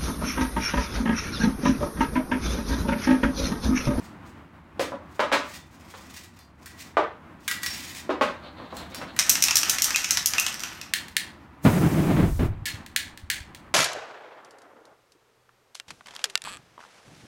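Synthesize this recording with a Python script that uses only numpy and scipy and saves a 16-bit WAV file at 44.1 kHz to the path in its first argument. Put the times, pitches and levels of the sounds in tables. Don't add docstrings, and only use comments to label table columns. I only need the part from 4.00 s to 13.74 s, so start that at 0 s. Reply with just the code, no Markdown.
import sys
import numpy as np
from scipy import signal
from scipy.fft import rfft, irfft, next_fast_len
from scipy.io import wavfile
from scipy.ndimage import uniform_filter1d

SR = 44100
rng = np.random.default_rng(int(sys.argv[2]) if len(sys.argv) > 2 else 0)


def dump(signal):
    limited = np.clip(np.atleast_2d(signal).T, -1, 1)
    pcm = np.round(limited * 32767).astype(np.int16)
    wavfile.write(sys.argv[1], SR, pcm)


N = 429534


def amp(db):
    return 10 ** (np.asarray(db) / 20)


def unit_rms(x):
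    return x / np.sqrt(np.mean(x ** 2) + 1e-20)


def unit_energy(x):
    return x / np.sqrt(np.sum(x ** 2) + 1e-20)


def read_curve(points, hz):
    f, value = np.transpose(points)
    return np.interp(np.log(hz + 1), np.log(f + 1), value)


def held(on, off, attack_s, fall_db_per_s):
    t = np.arange(N) / SR
    rise_db = -60 * np.maximum(on - t, 0) / attack_s
    fall_db = -fall_db_per_s * np.maximum(t - off, 0)
    return amp(rise_db + fall_db)


def hump(middle, length):
    return np.exp(-(2 * (np.arange(N) / SR - middle) / length) ** 2)


def add(mix, s, sound):
    part = mix[max(round(s * SR), 0):][:len(sound)]
    part += sound[:len(part)]


def coloured_noise(spectrum):
    size = next_fast_len(N)
    return shape(rng.standard_normal(N), spectrum, size)


def shape(x, spectrum, size):
    gain = amp(read_curve(spectrum, np.fft.rfftfreq(size, 1 / SR)))
    return unit_rms(irfft(rfft(x, size) * gain, size)[:N])


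def wobble(hz):
    return unit_rms(np.interp(np.arange(N) / SR * hz, np.arange(N), rng.standard_normal(N)))


def blow(spectrum, tilt_db, contact, patchy_db=0):
    taps = 4096
    hz, t = np.fft.rfftfreq(taps, 1 / SR), np.arange(2 * taps) / SR
    force = rng.standard_normal(len(t)) * np.exp(-(t / contact) ** 2 / 2)
    force_spectrum = np.sqrt(uniform_filter1d(abs(rfft(force)[::2]) ** 2, size=25))
    place = unit_rms(uniform_filter1d(rng.standard_normal(len(hz)), size=50))
    octaves = np.log2(np.maximum(hz, 1000) / 1000)
    gain = amp(read_curve(spectrum, hz) + tilt_db * octaves + patchy_db * place) / force_spectrum
    log_gain = np.log(np.r_[gain, gain[-2:0:-1]])
    body = np.fft.ifft(np.exp(np.conj(signal.hilbert(log_gain)))).real
    return unit_energy(signal.fftconvolve(force, body)[:len(t)])


def ring(modes, detune):
    t = np.arange(SR // 2) / SR
    grip = 1 + detune * rng.uniform(-1.3, 1)
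    strengths = rng.choice([-1, 1], len(modes)) * amp(2 * rng.standard_normal(len(modes)))
    total = np.zeros(len(t))
    for strength, (hz, db, t60) in zip(strengths, modes):
        total += strength * amp(db - 60 * t / t60) * np.sin(2 * np.pi * hz * grip * t)
    return unit_energy(total)


# f/Hz, time to fall 60 dB/s
ROOM_DECAY = [(150, 0.46), (500, 0.31), (1500, 0.38), (4000, 0.33), (8000, 0.28), (16000, 0.21)]


def room_tail():
    size = SR // 2
    fade_in = np.clip(np.arange(size) / SR / 0.002 - .5, 0, 1)
    reflections = rng.standard_normal(size) * (rng.random(size) < .15) * fade_in
    hz, t, bands = signal.stft(reflections, SR, nperseg=256)
    decay = amp(-60 * t / read_curve(ROOM_DECAY, hz)[:, None])
    return unit_energy(signal.istft(bands * decay, SR, nperseg=256)[1])


def in_room(x, wet_db):
    response = amp(wet_db) * room_tail()
    response[0] += 1
    return signal.oaconvolve(x, response)


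def hit(db, sound, wet_db):
    return amp(db) * np.sqrt(SR / 100) * in_room(sound, wet_db)


def metal(spectrum, tilt_db, contact, modes, ring_db, detune):
    sound = amp(ring_db) * ring(modes, detune)
    contact_s = contact * 2 ** rng.uniform(-.5, .5)
    add(sound, 0, blow(spectrum, tilt_db, contact_s, patchy_db=2.5))
    return sound


def friction(envelope, spectrum, per_s, spread_db):
    sizes = amp(spread_db * np.minimum(rng.exponential(1, N), 2)) * rng.choice([-1, 1], N)
    slips = shape(sizes * (rng.random(N) < per_s / SR), spectrum, next_fast_len(N))
    return in_room(slips * envelope, wet_db=-2)[:N] / 2


# middle t/s, length/s, level change/dB
SWELLS = [(0, 0.98, 6), (2.533, 0.57, -4.5), (4.903, 2.2, 5)]
# f/Hz, relative level per Hz/dB
AIR_COLOUR = [(25, -19), (80, 8), (120, -2.5), (160, 0.5), (326, -2.5), (427, -14.5), (1020, -9),
              (2200, -19), (4030, -32.5), (5570, -38.5), (16000, -47.5)]
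AIR_GAIN_DB, RUMBLE_GAIN_DB, RUMBLE_HZ = -48, -51, 130


def air():
    tone = coloured_noise(AIR_COLOUR)
    rumble = signal.sosfiltfilt(signal.butter(2, RUMBLE_HZ, fs=SR, output="sos"), tone)
    swell = amp(AIR_GAIN_DB + sum(db * hump(s, length) for s, length, db in SWELLS))
    low = amp(RUMBLE_GAIN_DB) * rumble * unit_rms(np.sqrt(swell))
    return low + (tone - rumble) * swell * amp(1.8 * wobble(hz=16))


# middle t/s, length/s, relative level/dB
RUBS = [(0.054, 0.12, -53), (0.287, 0.045, -53), (1.16, 0.098, -55.5), (1.52, .11, -42),
        (1.94, 0.39, -51.5), (2.176, .15, -42.5), (2.814, .13, -43.5), (3.746, 0.17, -37),
        (3.915, 0.17, -37.5)]
# f/Hz, relative level per Hz/dB
RUB_COLOUR = [(900, -28.5), (2000, -1), (3000, -6.5), (5300, -5.5), (8400, -9.5), (10500, -15.5),
              (16000, -14.5)]
SLOSH_COLOUR = [(500, -8.5), (1470, 3), (3080, -2.5), (5400, -8.5), (10500, -20.5), (12200, -13),
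                (16000, -29)]
SLIDE_S, SLIDE_DB, SLIDE_SLOPE = 0.12, -35, 0.41
SLOSH_ON_S, SLOSH_OFF_S, SLOSH_GAIN_DB, SETTLE_DB_PER_S = 5.26, 6.59, -34, 36.5
GRAZES_PER_S, GRAZE_DB = 32, -3.5


def handling():
    slides = [(s, SLIDE_S, SLIDE_DB + SLIDE_SLOPE * db) for s, db, _ in CLINKS]
    strokes = np.sqrt(sum((amp(db) * hump(s, length)) ** 2 for s, length, db in RUBS + slides))
    grip = unit_rms(amp(7.9 * np.tanh(wobble(hz=69.6))))
    rub = friction(strokes * grip, RUB_COLOUR, per_s=5000, spread_db=9.0)
    wall_answer = signal.oaconvolve(rub, ring(WALL_MODES, detune=.008))[:N]
    singing = np.linalg.norm(rub) * unit_energy(wall_answer)
    rub = rub + amp(-14) * singing

    shaking = amp(SLOSH_GAIN_DB) * held(SLOSH_ON_S, SLOSH_OFF_S, 0.19, SETTLE_DB_PER_S)
    surges = unit_rms(amp(7.9 * np.tanh(wobble(hz=40.16))))
    slosh = friction(shaking * surges, SLOSH_COLOUR, per_s=3000, spread_db=8.5)
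    loose = shaking * held(SLOSH_ON_S, SLOSH_OFF_S, .1, 50) * amp(GRAZE_DB)
    grazes = friction(loose, BALL_COLOUR, per_s=GRAZES_PER_S, spread_db=2)
    return amp(2.5) * rub + slosh + grazes


# t/s, level/dB, relative brightness/dB per octave, chatter scale/s,
# first contact before its brightness-matched chatter/dB, boom of the table top against the knock/dB
KNOCKS = [(.795, -27.5, 6, 0.044, 4, 1.5), (0.919, -34, -8.5, 0.024, 3, -3),
          (1.194, -19, -1, .012, -7, -17), (1.317, -16.5, 0, 0.032, -8, -23),
          (1.939, -42, 2, 0.018, -2, -25), (2.969, -17, -3.5, .013, -0.5, -22),
          (4.093, -25, -4, 0.021, -7.5, -0.5), (4.211, -18, 0, 0.028, 3.5, -15.5),
          (4.599, -42, -12, 0.0072, 2, -11), (4.726, -38, -9, 0.011, 2, -9),
          (5.014, -35, 3.5, .008, -3, -14.5)]
# f/Hz, relative level per Hz/dB
WOOD_COLOUR = [(76, -46.5), (180, -15.5), (280, -3.5), (420, -6), (540, 3), (750, -3), (1050, 0.5),
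               (1600, -4), (2300, -9), (3700, -14), (9500, -34.5), (16000, -48)]
# f/Hz, relative level/dB, time to fall 60 dB/s
TABLE_MODES = [(270, -9, 0.089), (520, 0.5, 0.024)]
ROCK_S = .007
TABLE_LOW_HZ = 150


def table():
    out = np.zeros(N)
    for s, db, tilt_db, chatter, first_db, boom_db in KNOCKS:
        knock = amp(first_db) * blow(WOOD_COLOUR, tilt_db - 3.5, 0.004)
        add(knock, ROCK_S, chatter / 0.043 * blow(WOOD_COLOUR, tilt_db + 2.2, chatter / 2))
        knock = unit_energy(knock)
        add(knock, 0, amp(boom_db) * ring(TABLE_MODES, detune=.04))
        add(out, s, hit(db, knock, wet_db=2.0))
    return signal.sosfilt(signal.butter(2, TABLE_LOW_HZ, "highpass", fs=SR, output="sos"), out)


# t/s, level/dB, favoured ring f/Hz
CLINKS = [(2.39, -53.5, 4360), (2.659, -42.5, 1970), (3.479, -25, 1600), (3.513, -27.5, 1940),
          (3.632, -29, 1850), (3.662, -28.5, 5550), (4.768, -41.5, 4200), (4.946, -37, 4720),
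          (5.164, -39, 1710)]
# f/Hz, relative level per Hz/dB
TIN_COLOUR = [(600, -44.5), (1200, -10), (1900, -8.5), (3000, -14.5), (7000, -17.5), (10400, -22.5),
              (14000, -26)]
# f/Hz, relative level/dB, time to fall 60 dB/s
WALL_MODES = [(1609, -2.5, 0.15), (1970, -7, .3), (1940, 5.5, 0.12), (2330, -4.5, .25), (3536, -0.5, .25),
              (4205, -1.5, 0.22), (4720, -5.5, .22), (5500, -3, .25), (5700, -6, .2), (7200, -6, 0.31)]
CLINK_TILT_DB, CLINK_RING_DB = 2, -3.5


def cans():
    out = np.zeros(N)
    for s, db, main_hz in CLINKS:
        modes = []
        for hz, mode_db, t60 in WALL_MODES:
            distance_db = 21 * np.sqrt(abs(np.log2(hz / main_hz)))
            modes.append((hz, mode_db - distance_db, t60))
        clink = metal(TIN_COLOUR, CLINK_TILT_DB, 0.0029, modes, CLINK_RING_DB, detune=0.0062)
        add(out, s, hit(db, clink, wet_db=0.0))
    return out


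# f/Hz, relative level per Hz/dB
RUMMAGE_COLOUR = [(200, -25), (550, -1.5), (1100, -8), (2500, -15), (4200, -10.5), (5200, -31),
                  (16000, -54)]
RUMMAGE_FULL_S, RUMMAGE_OFF_S, RUMMAGE_GAIN_DB = 4.4, 5.22, -46.5


def rummaging():
    jerks = unit_rms(amp(12 * np.tanh(wobble(hz=36.7))))
    envelope = amp(RUMMAGE_GAIN_DB) * held(RUMMAGE_FULL_S, RUMMAGE_OFF_S, 1.0, 80)
    return friction(envelope * jerks, RUMMAGE_COLOUR, per_s=1500, spread_db=3.5)


# f/Hz, relative level per Hz/dB
BALL_COLOUR = [(400, -34), (1400, -10.5), (2600, -5.5), (4500, -5.5), (5700, 3.5), (7500, -5), (9200, -7.5),
               (10400, -14.5), (12500, -9), (16000, -21)]
# f/Hz, relative level/dB, time to fall 60 dB/s
DOME_MODES = [(2527, 1, 0.035), (2724, -1.2, 0.047)]


def clack(db, tilt_db, ring_db):
    sound = metal(BALL_COLOUR, tilt_db, 0.002, DOME_MODES, ring_db - db, detune=0.0057)
    return hit(db, sound, wet_db=-2.0)


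# t/s, level/dB, rebound delay/s (0 for none), brightness/dB per octave
SHAKES = [(5.19, -18, .005, -2), (5.295, -14, .004, 5.5), (5.424, -16, .015, 2.5), (5.556, -15.5, 0.013, 3),
          (5.696, -19, 0.0017, 4), (5.821, -18, .022, 4), (5.96, -20, 0, -1), (6.108, -17, 0, 1.5),
          (6.259, -17, 0, 6), (6.398, -21, 0, 3.5)]
# t/s, level/dB
FALL_BACKS = [(5.354, -23), (5.509, -20), (5.632, -22), (5.785, -25), (5.906, -25.5), (6.044, -24),
              (6.172, -20.5), (6.336, -25), (6.465, -23.5), (6.635, -29), (6.814, -36)]
# t/s, tick level/dB, ring level/dB
SQUARE_HITS = [(5.484, -22.5, -32), (5.946, -39, -22), (6.382, -24, -19.5)]
REBOUND_DB = -1.5
FALL_BACK_TILT_DB = -3.5
DOME_DB = -41.5


def ball():
    out = np.zeros(N)
    for s, db, rebound_s, tilt_db in SHAKES:
        add(out, s, clack(db, tilt_db, DOME_DB))
        if rebound_s:
            add(out, s + rebound_s, clack(db + REBOUND_DB, tilt_db, DOME_DB))
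    for s, db in FALL_BACKS:
        add(out, s, clack(db, FALL_BACK_TILT_DB, DOME_DB))
    for s, db, ring_db in SQUARE_HITS:
        add(out, s, clack(db, FALL_BACK_TILT_DB, ring_db))
    return out


# t/s, direct level/dB
PRESSES = [(6.937, -19.5), (7.167, -18.5), (8.656, -32.5), (8.962, -19.5), (9.301, -22.5)]
RELEASES = [7.083, 8.863, 9.175, 9.548]
# f/Hz, relative level per Hz/dB
SNAP_COLOUR = [(500, -52), (1200, -23), (1750, -0.5), (2400, -7.5), (4300, -8), (5100, -13.5),
               (9400, -14.5), (10400, -20), (15000, -20.5)]
# f/Hz, relative level/dB, time to fall 60 dB/s
GUARD_MODES = [(2700, -2, .12), (4146, 0, .2), (4480, -1, .2)]
GUARD_DB, SPRING_DB = -42, -43
SNAP_ROOM_DB = -23.5


def lighter():
    out = np.zeros(N)
    for s, db in PRESSES:
        snap = blow(SNAP_COLOUR, tilt_db=0.74, contact=0.002, patchy_db=1)
        add(out, s, hit(db, snap, SNAP_ROOM_DB - db))
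        add(out, s, hit(GUARD_DB, ring(GUARD_MODES, detune=0.0199), wet_db=0.5))
    for s in RELEASES:
        add(out, s, hit(SPRING_DB, blow(SNAP_COLOUR, tilt_db=0.8, contact=0.0022), wet_db=-3.5))
    return out


# t/s, time until it dies/s, roar level/dB, pop level/dB
BURNS = [(7.65, 0.02, -14, -11), (7.729, .48, -20, -17.5), (8.165, 0.076, -24, -18),
         (8.393, .035, -22, -20.5)]
# f/Hz, relative level per Hz/dB
ROAR_COLOUR = [(18, -57), (30, -30), (151, 0.5), (232, -10), (322, -9), (496, -23), (660, -20), (794, -24),
               (2250, -33.5), (4000, -45), (5200, -54), (8800, -120)]
JET_COLOUR = [(1000, 6.5), (2500, -3), (6000, 5), (15500, 2.5)]
BILLOW_COLOUR = [(20, -7), (60, -1), (105, -2), (200, -34), (800, -75)]
CATCH_S, DIE_DB_PER_S = 0.013, 176
JET_ON_S, JET_OFF_S, JET_DB, JET_SAG_DB_PER_S, JET_FALL_DB_PER_S = 7.645, 8.46, -37, 14.5, 380
BILLOW_FULL_S, BILLOW_OFF_S, BILLOW_DB = 8.28, 8.52, -27
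BILLOW_GROW_DB_PER_S, BILLOW_FALL_DB_PER_S = 51, 220
DRAUGHT_DB = -57.5


def flame():
    t = np.arange(N) / SR
    power = np.zeros(N)
    for s, length, db, _ in BURNS:
        power += (amp(db) * held(s + CATCH_S, s + length, 0.059, DIE_DB_PER_S)) ** 2
    flicker = unit_rms(amp(2.2 * wobble(hz=55)))
    roar = coloured_noise(ROAR_COLOUR) * flicker * np.sqrt(power)
    for s, _, _, pop_db in BURNS:
        add(roar, s, hit(pop_db, blow(ROAR_COLOUR, tilt_db=1.5, contact=.014), wet_db=-6.0))

    sag = amp(JET_DB - JET_SAG_DB_PER_S * (t - JET_ON_S))
    jet = coloured_noise(JET_COLOUR) * sag * held(JET_ON_S, JET_OFF_S, 0.049, JET_FALL_DB_PER_S)

    growth = amp(BILLOW_DB - BILLOW_GROW_DB_PER_S * np.maximum(BILLOW_FULL_S - t, 0))
    cloud = growth * held(JET_ON_S, BILLOW_OFF_S, .04, BILLOW_FALL_DB_PER_S)
    draught = amp(DRAUGHT_DB) * (t > JET_ON_S)
    billow = coloured_noise(BILLOW_COLOUR) * (cloud + draught)
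    return roar + jet + billow


# t/s, level of the envelope's peak/dB, f/Hz
BUMPS = [(8.619, -29, 108), (8.74, -30.5, 102), (9.234, -33, 78), (9.406, -33.5, 78)]


def bumps():
    out, t = np.zeros(N), np.arange(SR // 5) / SR
    swell = t / 0.0054
    for s, db, hz in BUMPS:
        add(out, s, amp(db) * swell * np.exp(1 - swell) * np.sin(2 * np.pi * hz * t))
    return out


def scene():
    around = air() + handling() + table() + cans() + rummaging()
    return (around + ball() + lighter() + flame() + bumps())[None]


def record(dry):
    band = signal.firwin(301, 16000, window=("kaiser", 8), fs=SR)[None]
    return signal.oaconvolve(np.clip(dry, -1, 1), band, "same")


dry = scene()
out = record(dry)
dump(out)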